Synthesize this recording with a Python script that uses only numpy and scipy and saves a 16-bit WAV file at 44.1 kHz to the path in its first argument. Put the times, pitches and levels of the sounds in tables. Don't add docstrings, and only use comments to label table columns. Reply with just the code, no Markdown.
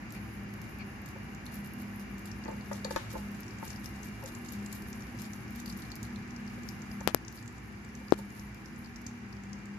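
import sys
import numpy as np
from scipy import signal
from scipy.fft import rfft, irfft, next_fast_len
from scipy.io import wavfile

SR = 44100
rng = np.random.default_rng(int(sys.argv[2]) if len(sys.argv) > 2 else 0)


def store_wav(level_fs):
    pcm = np.round(np.clip(np.atleast_2d(level_fs), -1, 1) * 32767)
    wavfile.write(sys.argv[1], SR, pcm.T.astype(np.int16))


N = 431298
TIME = np.arange(N) / SR
SHORT = TIME[:8192]


def undb(db):
    return 10 ** (np.asarray(db) / 20)


def unit(x):
    return x / np.sqrt(np.mean(x ** 2))


def peak(x):
    return x / np.abs(x).max()


def curve(rows):
    return np.interp(TIME, *np.transpose(rows))


def by_pitch(rows, f):
    hz, value = np.transpose(rows)
    return np.interp(np.log(f), np.log(hz), value)


def shape(x, response):
    size = next_fast_len(x.shape[-1], True)
    f = np.maximum(np.fft.rfftfreq(size, 1 / SR), 1)
    return irfft(rfft(x, size) * response(f), size)[..., :x.shape[-1]]


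def resonance(f, hz, width):
    return 1 / (1 + 1j * (f * f - hz * hz) / (f * width))


def soften(x, hz):
    return signal.sosfilt(signal.butter(2, min(hz, SR / 3), fs=SR, output="sos"), x)


def fade(fade_s):
    return np.exp(-np.log(1000) * SHORT / fade_s)


def waver(rate_hz):
    return unit(shape(rng.standard_normal(N), lambda f: np.exp(-(f / rate_hz) ** 2)))


def pan(left_db):
    return undb(np.array([[left_db], [-left_db]]) / 2)


def add(track, start_s, sound):
    start = int(start_s * SR)
    track[:, start:start + sound.shape[-1]] += sound[..., :N - start]


def grains(size, per_s, spread_db):
    strengths = undb(spread_db * np.minimum(rng.exponential(size=size), 4))
    return (rng.random(size) < per_s / SR) * strengths * rng.standard_normal(size)


def tub_echo(x, walls_db, walls_fade_s, room_db, room_fade_s):
    walls = rng.standard_normal((2, len(SHORT))) * fade(walls_fade_s) * (SHORT > .001)
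    room = rng.standard_normal((2, len(SHORT))) * fade(room_fade_s) * (SHORT > .01)
    echo = undb(walls_db) * unit(walls) + undb(room_db) * unit(room)
    return x + signal.fftconvolve(x, echo / np.sqrt(len(SHORT)), axes=-1)[:, :N]


# pitch_hz, likeness (1 = the same)
EAR_LIKENESS = [(60, 0.98), (290, 0.85), (640, 0.3), (1300, 0.023)]
def room_noise(response):
    shared = shape(rng.standard_normal(N), lambda f: response(f) * np.sqrt(1 + by_pitch(EAR_LIKENESS, f)))
    apart = shape(rng.standard_normal(N), lambda f: response(f) * np.sqrt(1 - by_pitch(EAR_LIKENESS, f)))
    return unit(np.array([shared + apart, shared - apart]))


# pitch_hz, relative_db
AIR_BALANCE = [(20, -40), (32, -23), (50, -5.5), (92, -2.5), (155, -1.5), (260, -6), (440, -17), (590, -17),
               (760, -16), (2250, -15.5), (3400, -32.5), (6800, -31.5), (8600, -49.5), (11500, -40),
               (14500, -87)]
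# time_s, change_db
AIR_HOLLOW = [(0, -1), (4.6, -4), (6.2, -10), (9.78, -10.5)]
def room_air(level_db=-46):
    air = undb(level_db) * room_noise(lambda f: undb(by_pitch(AIR_BALANCE, f)))
    middle = shape(air, lambda f: resonance(f, hz=587, width=100))
    return air - (1 - undb(curve(AIR_HOLLOW))) * middle


# pitch_hz, width_hz, relative_db
FAN_BANDS = [(60.6, 8.3, -53.5), (109.7, 9.8, -51.5), (204, 4.8, -50), (236.7, 3.9, -57),
             (291.3, 9.2, -64.5), (326.8, 21, -57.5), (383, 7.2, -62.5), (410, 11, -65), (513, 22, -71),
             (779, 18, -65.5), (1707, 250, -60), (2350, 26, -63), (2802, 134, -67), (4890, 51, -73.5),
             (12150, 90, -88)]
# pitch_hz, relative_db
FAN_TONES = [(202.5, -1), (236.3, -4)]
# time_s, level_db
FAN_SWELL = [(0, -49), (1.1, -50.5), (2.0, -46), (4.7, -48), (5.8, -43.5), (7.0, -43.5), (8.2, -47.5),
             (9.78, -44.5)]
def fan(drone_db=-46.5, wobble_hz=2.573):
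    def bands(f):
        return np.sqrt(sum(undb(db) ** 2 / width * np.abs(resonance(f, hz, 1.31 * width)) ** 4
                           for hz, width, db in FAN_BANDS))

    drone = undb(drone_db) * room_noise(bands)
    tones = np.zeros(N)
    for pitch_hz, relative_db in FAN_TONES:
        strength = undb(relative_db + 3.2 * waver(6))
        cycles = np.cumsum(pitch_hz + wobble_hz * waver(12.84)) / SR
        tones += strength * np.sin(2 * np.pi * cycles)
    return drone + unit(tones) * undb(curve(FAN_SWELL) - 1) * pan(1)


# time_s, level_db
WHINE_LEVEL = [(0, -76), (1.2, -70), (4.2, -68.5), (5.1, -71), (5.7, -76.5), (7.5, -85), (9.78, -80)]
def whine(pitch_hz=2805, wobble_hz=2.5, flutter_db=2):
    cycles = np.cumsum(pitch_hz + wobble_hz * waver(11.2)) / SR
    tone = np.sqrt(2) * np.sin(2 * np.pi * cycles)
    flutter = np.array([waver(4.5), waver(15)])
    return tone * undb(curve(WHINE_LEVEL) + flutter_db * flutter)


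# start_s, thump_db, thump_hz, thump_width_hz, hardness_hz, case_hz,
# case_width_hz, case_db, tube_db, scrape_db, scrape_delay_s, scrape_spread_s
CAMERA_TAPS = [(7.0755, -1.2, 400, 500, 9400, 1440, 3560, -12, -9.5, -31, .012, .019),
               (7.1468, -2.5, 350, 386, 3140, 5560, 3900, -9, -1, -49, .011, .02),
               (8.123, 2, 350, 160, 1590, 3950, 1500, -17.5, -26.5, -36, .014, .007)]
def camera_taps(right_db=-26, boom_db=-23, tube_lag_s=.0002, bounce_s=.0134, bounce_db=-21):
    out = np.zeros((2, N))
    sides = undb([[0], [right_db]])
    for (start_s, thump_db, thump_hz, thump_width_hz, hardness_hz, case_hz, case_width_hz,
         case_db, tube_db, scrape_db, scrape_delay_s, scrape_spread_s) in CAMERA_TAPS:
        hit = -1. * (SHORT == 0)
        push = soften(soften(hit, hardness_hz), hardness_hz)
        boom = peak(shape(push, lambda f: resonance(f, 165, 130)))
        thump = peak(shape(push, lambda f: resonance(f, thump_hz, thump_width_hz))) + undb(boom_db) * boom
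        case = shape(hit, lambda f: resonance(f, case_hz, case_width_hz) ** 2)
        tube = shape(hit, lambda f: resonance(f, 12300, 4900) ** 2 * np.exp(-2j * np.pi * f * tube_lag_s))
        ticks = undb(case_db) * peak(case) + undb(tube_db) * peak(tube)
        rubbing = shape(grains(len(SHORT), per_s=8000, spread_db=-9), lambda f: resonance(f, 710, 1300))
        slide = np.exp(-((SHORT - scrape_delay_s) / scrape_spread_s) ** 2)
        scrape = undb(scrape_db) * unit(soften(rubbing, 9300)) * slide
        add(out, start_s, (undb(thump_db) * thump + ticks + scrape) * sides)
        add(out, start_s + bounce_s, undb(thump_db + bounce_db) * soften(thump, thump_hz) * sides)
    return out


# pitch_hz, relative_db, fade_s
DISH_NOTES = [(330, -3, .03), (535, -.5, .05), (660, -10, .03), (890, 0, .048), (1040, -4, .03),
              (1250, -5.5, .025), (1430, -7, .025), (1720, -2, .025), (1950, -4, .025), (2400, -7, .025),
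              (3500, -9, .02), (4450, -9, .025), (6030, -11, .025), (6900, -4, .012)]
# start_s, level_db, hardness_hz, rocking_s, clack_db
DISH_KNOCKS = [(1.158, -61, 900, .017, 0), (2.455, -53, 1700, 0.02, -3), (2.481, -47, 1180, 0.04, -1),
               (2.713, -47, 1400, 0.017, -11), (2.848, -47, 1790, 0.023, -5), (2.907, -46, 1670, .017, -7),
               (2.961, -39.5, 8800, 0.0091, -2), (3.135, -54.5, 900, 0.018, -2),
               (3.151, -47.5, 1050, 0.016, -4), (3.626, -50.5, 1100, .0032, -6), (4.223, -52, 985, .03, 0),
               (5.145, -66, 2200, 0.0024, -3), (6.577, -66, 800, .0044, -3), (7.01, -56, 1790, 0.0061, -1),
               (8.012, -63, 900, .004, -8), (8.185, -56, 520, 0.0053, -6)]
def dishes(rocking_db=-14, rattle_db=-7, onset_cycles=4):
    out = np.zeros((2, N))
    for start_s, level_db, hardness_hz, rocking_s, clack_db in DISH_KNOCKS:
        hits = undb(rocking_db) * grains(len(SHORT), per_s=3600, spread_db=-6)
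        hits *= np.exp(-SHORT / rocking_s)
        hits[0] = 1
        ring = np.zeros((2, len(SHORT)))
        for pitch_hz, relative_db, fade_s in DISH_NOTES:
            strength = undb(relative_db + rng.normal(0, 2))
            phase = 2 * np.pi * pitch_hz * rng.normal(1, .015) * SHORT + rng.normal(0, 1, (2, 1))
            ring += strength * fade(fade_s) * np.sin(phase)
        burst = rng.standard_normal((2, len(SHORT))) * (fade(.019) + undb(rattle_db) * fade(.5))
        clack = undb(clack_db) * shape(burst, lambda f: resonance(f, 1030, 1900))
        knock = signal.fftconvolve(ring + clack, hits[None])[:, :len(SHORT)]
        onset = np.minimum(SHORT * hardness_hz / onset_cycles, 1)
        add(out, start_s, undb(level_db) * unit(soften(knock, hardness_hz) * onset))
    return tub_echo(out * pan(1.5), walls_db=-12, walls_fade_s=.03, room_db=-15, room_fade_s=.4)


# middle_s, level_db
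SNIFFS = [(.165, -51), (.812, -48.5)]
def sniffs(spread_s=.022):
    air = shape(rng.standard_normal((2, N)),
                lambda f: resonance(f, 2340, 440) ** 2 + undb(-13) * resonance(f, 4400, 880) ** 2)
    puffs = sum(undb(db) * np.exp(-((TIME - middle_s) / spread_s) ** 2) for middle_s, db in SNIFFS)
    return unit(air) * puffs


# start_s, level_db, body_db (against the tick), left_db
WORM_SNAPS = [(0.1233, -40.5, -4, 4), (.435, -53, -8, -1), (0.539, -46, -2, 3), (0.6167, -46, 0, 4),
              (.695, -50, -8, 5), (.787, -48, -8, 0), (1.018, -50, -14, 3), (1.059, -46, -17, 7),
              (1.088, -47, -2, -2), (1.349, -52, -8, 0), (1.5439, -38, -12, 1), (1.556, -39, -18, 0),
              (1.59, -47, -12, 4), (1.6601, -46, -6, -1.5), (1.674, -44, -12, 5), (1.736, -43.5, -16, -13),
              (1.801, -49, -7, 3), (1.8188, -45, -12, -7), (1.9964, -45, -4, 2), (2.182, -51, -6, -2),
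              (2.194, -47, -10, 8), (2.2588, -45, -14, 4), (2.9602, -43, -9, 11), (3.1305, -40.5, -11, 3),
              (3.316, -50, -8, 6), (3.4056, -43, -9, 12), (3.652, -39, -11, 6), (3.763, -53, -8, 6),
              (3.858, -42, -12, 5), (3.89, -48, -10, 6), (4.0557, -47, -11, 2.5), (4.071, -47, -2, 1),
              (4.239, -40, -6, 0), (4.283, -49, -8, 0), (4.5223, -38, -12, 11), (4.7274, -35.5, -13, 10),
              (4.752, -38, -12, 0), (4.822, -49, 3, 4), (4.8858, -47, -8, 2.5), (4.903, -49, 0, 0),
              (5.1776, -51, 0, 5.5), (5.219, -39, -4, 7), (5.507, -47, -6, 6), (5.5593, -43, -12, 5),
              (5.601, -44, -8, 3), (5.661, -41, -3, 3.5), (5.6984, -44, -4, 2.5), (5.7748, -40, -14, 1.5),
              (5.8, -44, -12, 4), (5.9175, -52, -6, 3), (5.9554, -38.5, -3, 2), (5.963, -44, -2, 4),
              (6.0298, -44, 1, 4), (6.69, -45, -14, 10), (7.326, -44, -1, 3), (7.358, -46, -6, 6),
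              (8.546, -47.5, 1, -5), (8.966, -55, -10, 3), (9.017, -49, -1, 3)]
def worm_snaps(trim_db=-26):
    out = np.zeros((2, N))
    for start_s, level_db, body_db, left_db in WORM_SNAPS:
        cracks = .4 * grains((2, len(SHORT)), per_s=3500, spread_db=-2) * fade(.022)
        cracks[:, 0] = 1
        tick = unit(shape(cracks, lambda f: resonance(f, 12200, 5200) ** 3))
        body = unit(shape(cracks, lambda f: resonance(f, 5600, 4800) ** 3))
        add(out, start_s, undb(level_db + trim_db) * pan(left_db) * (tick + undb(body_db) * body))
    return tub_echo(out, walls_db=-7, walls_fade_s=.045, room_db=-12, room_fade_s=.24)


# start_s, length_s, level_db, left_db
SNOUT_DIGS = [(.13, 0.033, -63, 2), (0.614, 0.099, -69.5, 4), (1.065, .048, -67, 4),
              (1.455, 0.013, -60.5, -1), (1.515, 0.059, -62, 2), (1.64, 0.023, -64, 2),
              (1.78, .041, -62.5, 4), (2, .014, -62, 0), (2.26, .025, -63, 3), (2.714, 0.056, -65, 5),
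              (2.902, 0.045, -63, 2), (3.096, 0.047, -63.5, 1), (3.164, .039, -66.5, 0),
              (3.642, 0.072, -64, 2), (3.836, 0.023, -61.5, -1), (4.041, 0.021, -61.5, 2),
              (4.25, 0.04, -63, 2), (4.445, 0.059, -67, 0), (4.519, .014, -63, -1), (4.735, 0.024, -64, 1),
              (5.186, 0.075, -63, 3), (5.55, 0.053, -62.5, -1), (5.655, 0.074, -62.5, 0),
              (5.763, 0.1, -66, 2), (6.026, .015, -58.5, 3), (6.654, 0.072, -74, 14),
              (7.342, 0.071, -65, 3), (8.176, 0.02, -59, 3), (8.35, 0.053, -63.5, -3)]
def dig_strength(rise_s=.0014, weaken_db_per_s=46, stop_s=.009, settle_db=-3.5, settle_s=.026):
    out = np.zeros((2, N))
    for start_s, length_s, level_db, left_db in SNOUT_DIGS:
        after_s = np.maximum(SHORT - length_s, 0)
        push = undb(-weaken_db_per_s * (SHORT - length_s / 2)) * np.exp(-after_s / stop_s)
        settle = undb(settle_db) * np.exp(-after_s / settle_s)
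        strength = np.minimum(SHORT / rise_s, 1) * np.maximum(push, settle)
        add(out, start_s, undb(level_db) * pan(left_db) * strength)
    return out


# time_s, level_db
HEAP_STIR = [(0, -69.5), (.9, -73.5), (1.8, -70), (3.5, -69), (4.8, -67), (5.9, -74), (6.3, -74.5),
             (7.0, -69.5), (7.6, -75.5), (8.3, -67.5), (9.0, -75), (9.4, -86), (9.78, -90)]
# time_s, above_dig_db
CHEW_PER_DIG = [(0, 0.5), (2.1, 2), (2.8, 9), (9.78, -0.5)]
# time_s, effort_db
CHEW_EFFORT = [(0, -69), (2.1, -50), (2.5, -41), (3.6, -37.5), (4.8, -38), (5.7, -42), (6.5, -42),
               (7.3, -40.5), (8.4, -40), (9.78, -42)]
def rustle_and_grind(grind_db=-28.5):
    rustle = shape(grains((2, N), per_s=1900, spread_db=4), lambda f: resonance(f, 11150, 5400) ** 4)
    grind = shape(grains((2, N), per_s=1100, spread_db=4), lambda f: resonance(f, 5150, 10500) ** 3)
    digs = dig_strength()
    stirring = undb(curve(HEAP_STIR) + 3.2 * waver(13)) * pan(2.9)
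    chewing = undb(curve(CHEW_EFFORT) + grind_db + 1.2 * waver(15)) * pan(4)
    rustle = unit(rustle) * np.hypot(digs, stirring)
    grind = unit(grind) * np.hypot(undb(curve(CHEW_PER_DIG)) * digs, chewing)
    return tub_echo(rustle + grind, walls_db=-3, walls_fade_s=.05, room_db=-13, room_fade_s=.28)


def nibbles(strokes_per_s=3.8, unevenness=.28, nibble_db=-13):
    gap, strength, pitch, place = rng.standard_normal((160, 4)).T
    start_s = np.cumsum(np.exp(unevenness * gap) / strokes_per_s)
    level_db = np.interp(start_s, *np.transpose(CHEW_EFFORT)) + nibble_db - 1.5 * strength
    pitch_hz = 6200 * 2 ** (.16 * pitch)
    left_db = 10 + 3 * place
    return [row for row in zip(start_s, level_db, pitch_hz, left_db) if row[0] < TIME[-1]]


# start_s, level_db, pitch_hz, left_db
SHELL_BITES = [(.105, -42.5, 6900, -8), (1.06, -40, 6800, 1), (1.348, -44.5, 6500, -2),
               (1.464, -39, 4200, 7), (2.182, -45, 6700, 0), (2.256, -37, 7380, -2),
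               (2.315, -43.5, 5500, 13), (2.438, -46, 5040, 8), (2.479, -47, 4650, 7),
               (2.513, -47, 6550, 3), (2.61, -49, 4520, 11), (2.73, -36, 6050, 7), (2.8458, -27, 4400, 7),
               (2.848, -36, 6300, 6), (2.9066, -40, 4650, 7), (3.106, -45, 6550, 2), (3.348, -49, 6550, -1),
               (3.432, -46, 5500, 7), (3.479, -45.5, 5700, 5), (3.508, -47, 4970, 7),
               (3.585, -45, 6550, -4), (3.679, -37.5, 6400, 3.5), (3.704, -38.5, 5660, 8),
               (3.73, -46, 5000, 7), (3.7604, -43, 5270, 4), (3.858, -38, 5500, 10), (4.031, -37, 6460, 3),
               (4.259, -34.5, 6350, 1), (4.3497, -36, 6650, -1), (4.4872, -36, 6700, -2),
               (4.535, -44, 6550, 0), (4.6612, -34, 6900, -1), (4.727, -31.5, 6900, 5),
               (4.929, -38.5, 6000, 3), (5.005, -46, 6050, 2), (5.022, -46, 5700, 4),
               (5.188, -43.5, 5660, 3), (5.219, -45, 6150, -1), (5.244, -46, 4800, 1),
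               (5.3336, -38.5, 6300, 6), (5.479, -50.5, 5700, 1), (5.599, -37.5, 6330, 0),
               (5.659, -39, 4600, 6), (5.678, -41, 4550, 6), (5.699, -37, 4670, 5), (5.725, -42, 5960, 4),
               (5.822, -43, 4410, 6), (5.851, -47, 4300, 7), (5.902, -46, 5470, 2), (5.917, -34.5, 4560, 3),
               (5.962, -48, 4890, 8), (6.0296, -34, 6600, 3), (6.051, -45, 4480, 6), (6.158, -40, 4070, 4),
               (6.306, -45, 6030, 0), (6.3627, -43.5, 5330, 7), (6.476, -47, 4840, 10),
               (6.633, -43.5, 6700, 5), (6.688, -36, 5450, 9), (6.819, -41.5, 6250, -3),
               (6.9146, -46, 5100, 11), (7.006, -41.5, 6200, 10), (7.172, -48, 4800, 11),
               (7.249, -43, 5700, 2), (7.2807, -34.5, 6000, 9), (7.3741, -45, 4820, 8),
               (7.385, -46, 4800, 2), (7.426, -41, 6900, -5), (7.459, -43.5, 6700, -5),
               (7.478, -36.5, 6560, -3), (7.581, -43.5, 6700, 8), (7.847, -42, 6860, 2),
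               (7.951, -38.5, 6200, .5), (8.082, -43, 4800, 6), (8.105, -40, 6000, -1),
               (8.187, -37, 7700, -3), (8.303, -44, 6550, 0), (8.395, -40.5, 5850, 6),
               (8.658, -41.5, 5630, -4), (8.761, -46, 6400, -1), (8.844, -45, 4850, 8),
               (8.859, -44.5, 4650, 8), (8.9598, -38.5, 5770, 2), (9.065, -30.5, 5960, -1),
               (9.327, -44.5, 5060, 9), (9.436, -43, 6550, 1), (9.5308, -39, 5660, 9),
               (9.656, -42.5, 7100, -10)]
def bites(crumbs_db=-27, snap_db=-3.5, trim_db=-26):
    out = np.zeros((2, N))
    dying_away = fade(.022) + undb(crumbs_db) * fade(.13)
    for start_s, level_db, pitch_hz, left_db in SHELL_BITES + nibbles():
        cracks = grains((2, len(SHORT)), per_s=9000, spread_db=-3) * dying_away
        width_hz = 1600 * (pitch_hz / 5000) ** 2.15
        rings = shape(cracks, lambda f: resonance(f, pitch_hz, width_hz) ** 3)
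        snaps = shape(cracks,
                      lambda f: resonance(f, 9700, 4600) ** 3 + undb(10.5) * resonance(f, 5260, 3700) ** 3)
        crunch = np.array([unit(ring) + undb(snap_db) * unit(snap) for ring, snap in zip(rings, snaps)])
        add(out, start_s, undb(level_db + trim_db) * pan(left_db) * crunch)
    return tub_echo(out, walls_db=-17, walls_fade_s=.072, room_db=-11.5, room_fade_s=.26)


def scene():
    background = room_air() + fan() + whine() + camera_taps()
    feeding = dishes() + sniffs() + rustle_and_grind() + bites() + worm_snaps()
    return background + shape(feeding, lambda f: 1 - 1.1 * resonance(f, hz=8390, width=690))


def record(dry, threshold_db=-14, squeeze=.14, recover_db_per_s=.5, top_hz=14600):
    level_db = 20 * np.log10(np.abs(dry).max(axis=0) + 1e-9)
    over_db = np.maximum(level_db - threshold_db, 0)
    recovery_db = recover_db_per_s * TIME
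    held_db = np.maximum.accumulate(over_db + recovery_db) - recovery_db
    volume = undb(-squeeze * soften(held_db, 30))
    top_cut = signal.ellip(8, .2, 70, top_hz, fs=SR, output="sos")
    return signal.sosfilt(top_cut, np.clip(dry * volume, -1, 1))


dry = scene()
out = record(dry)
store_wav(out)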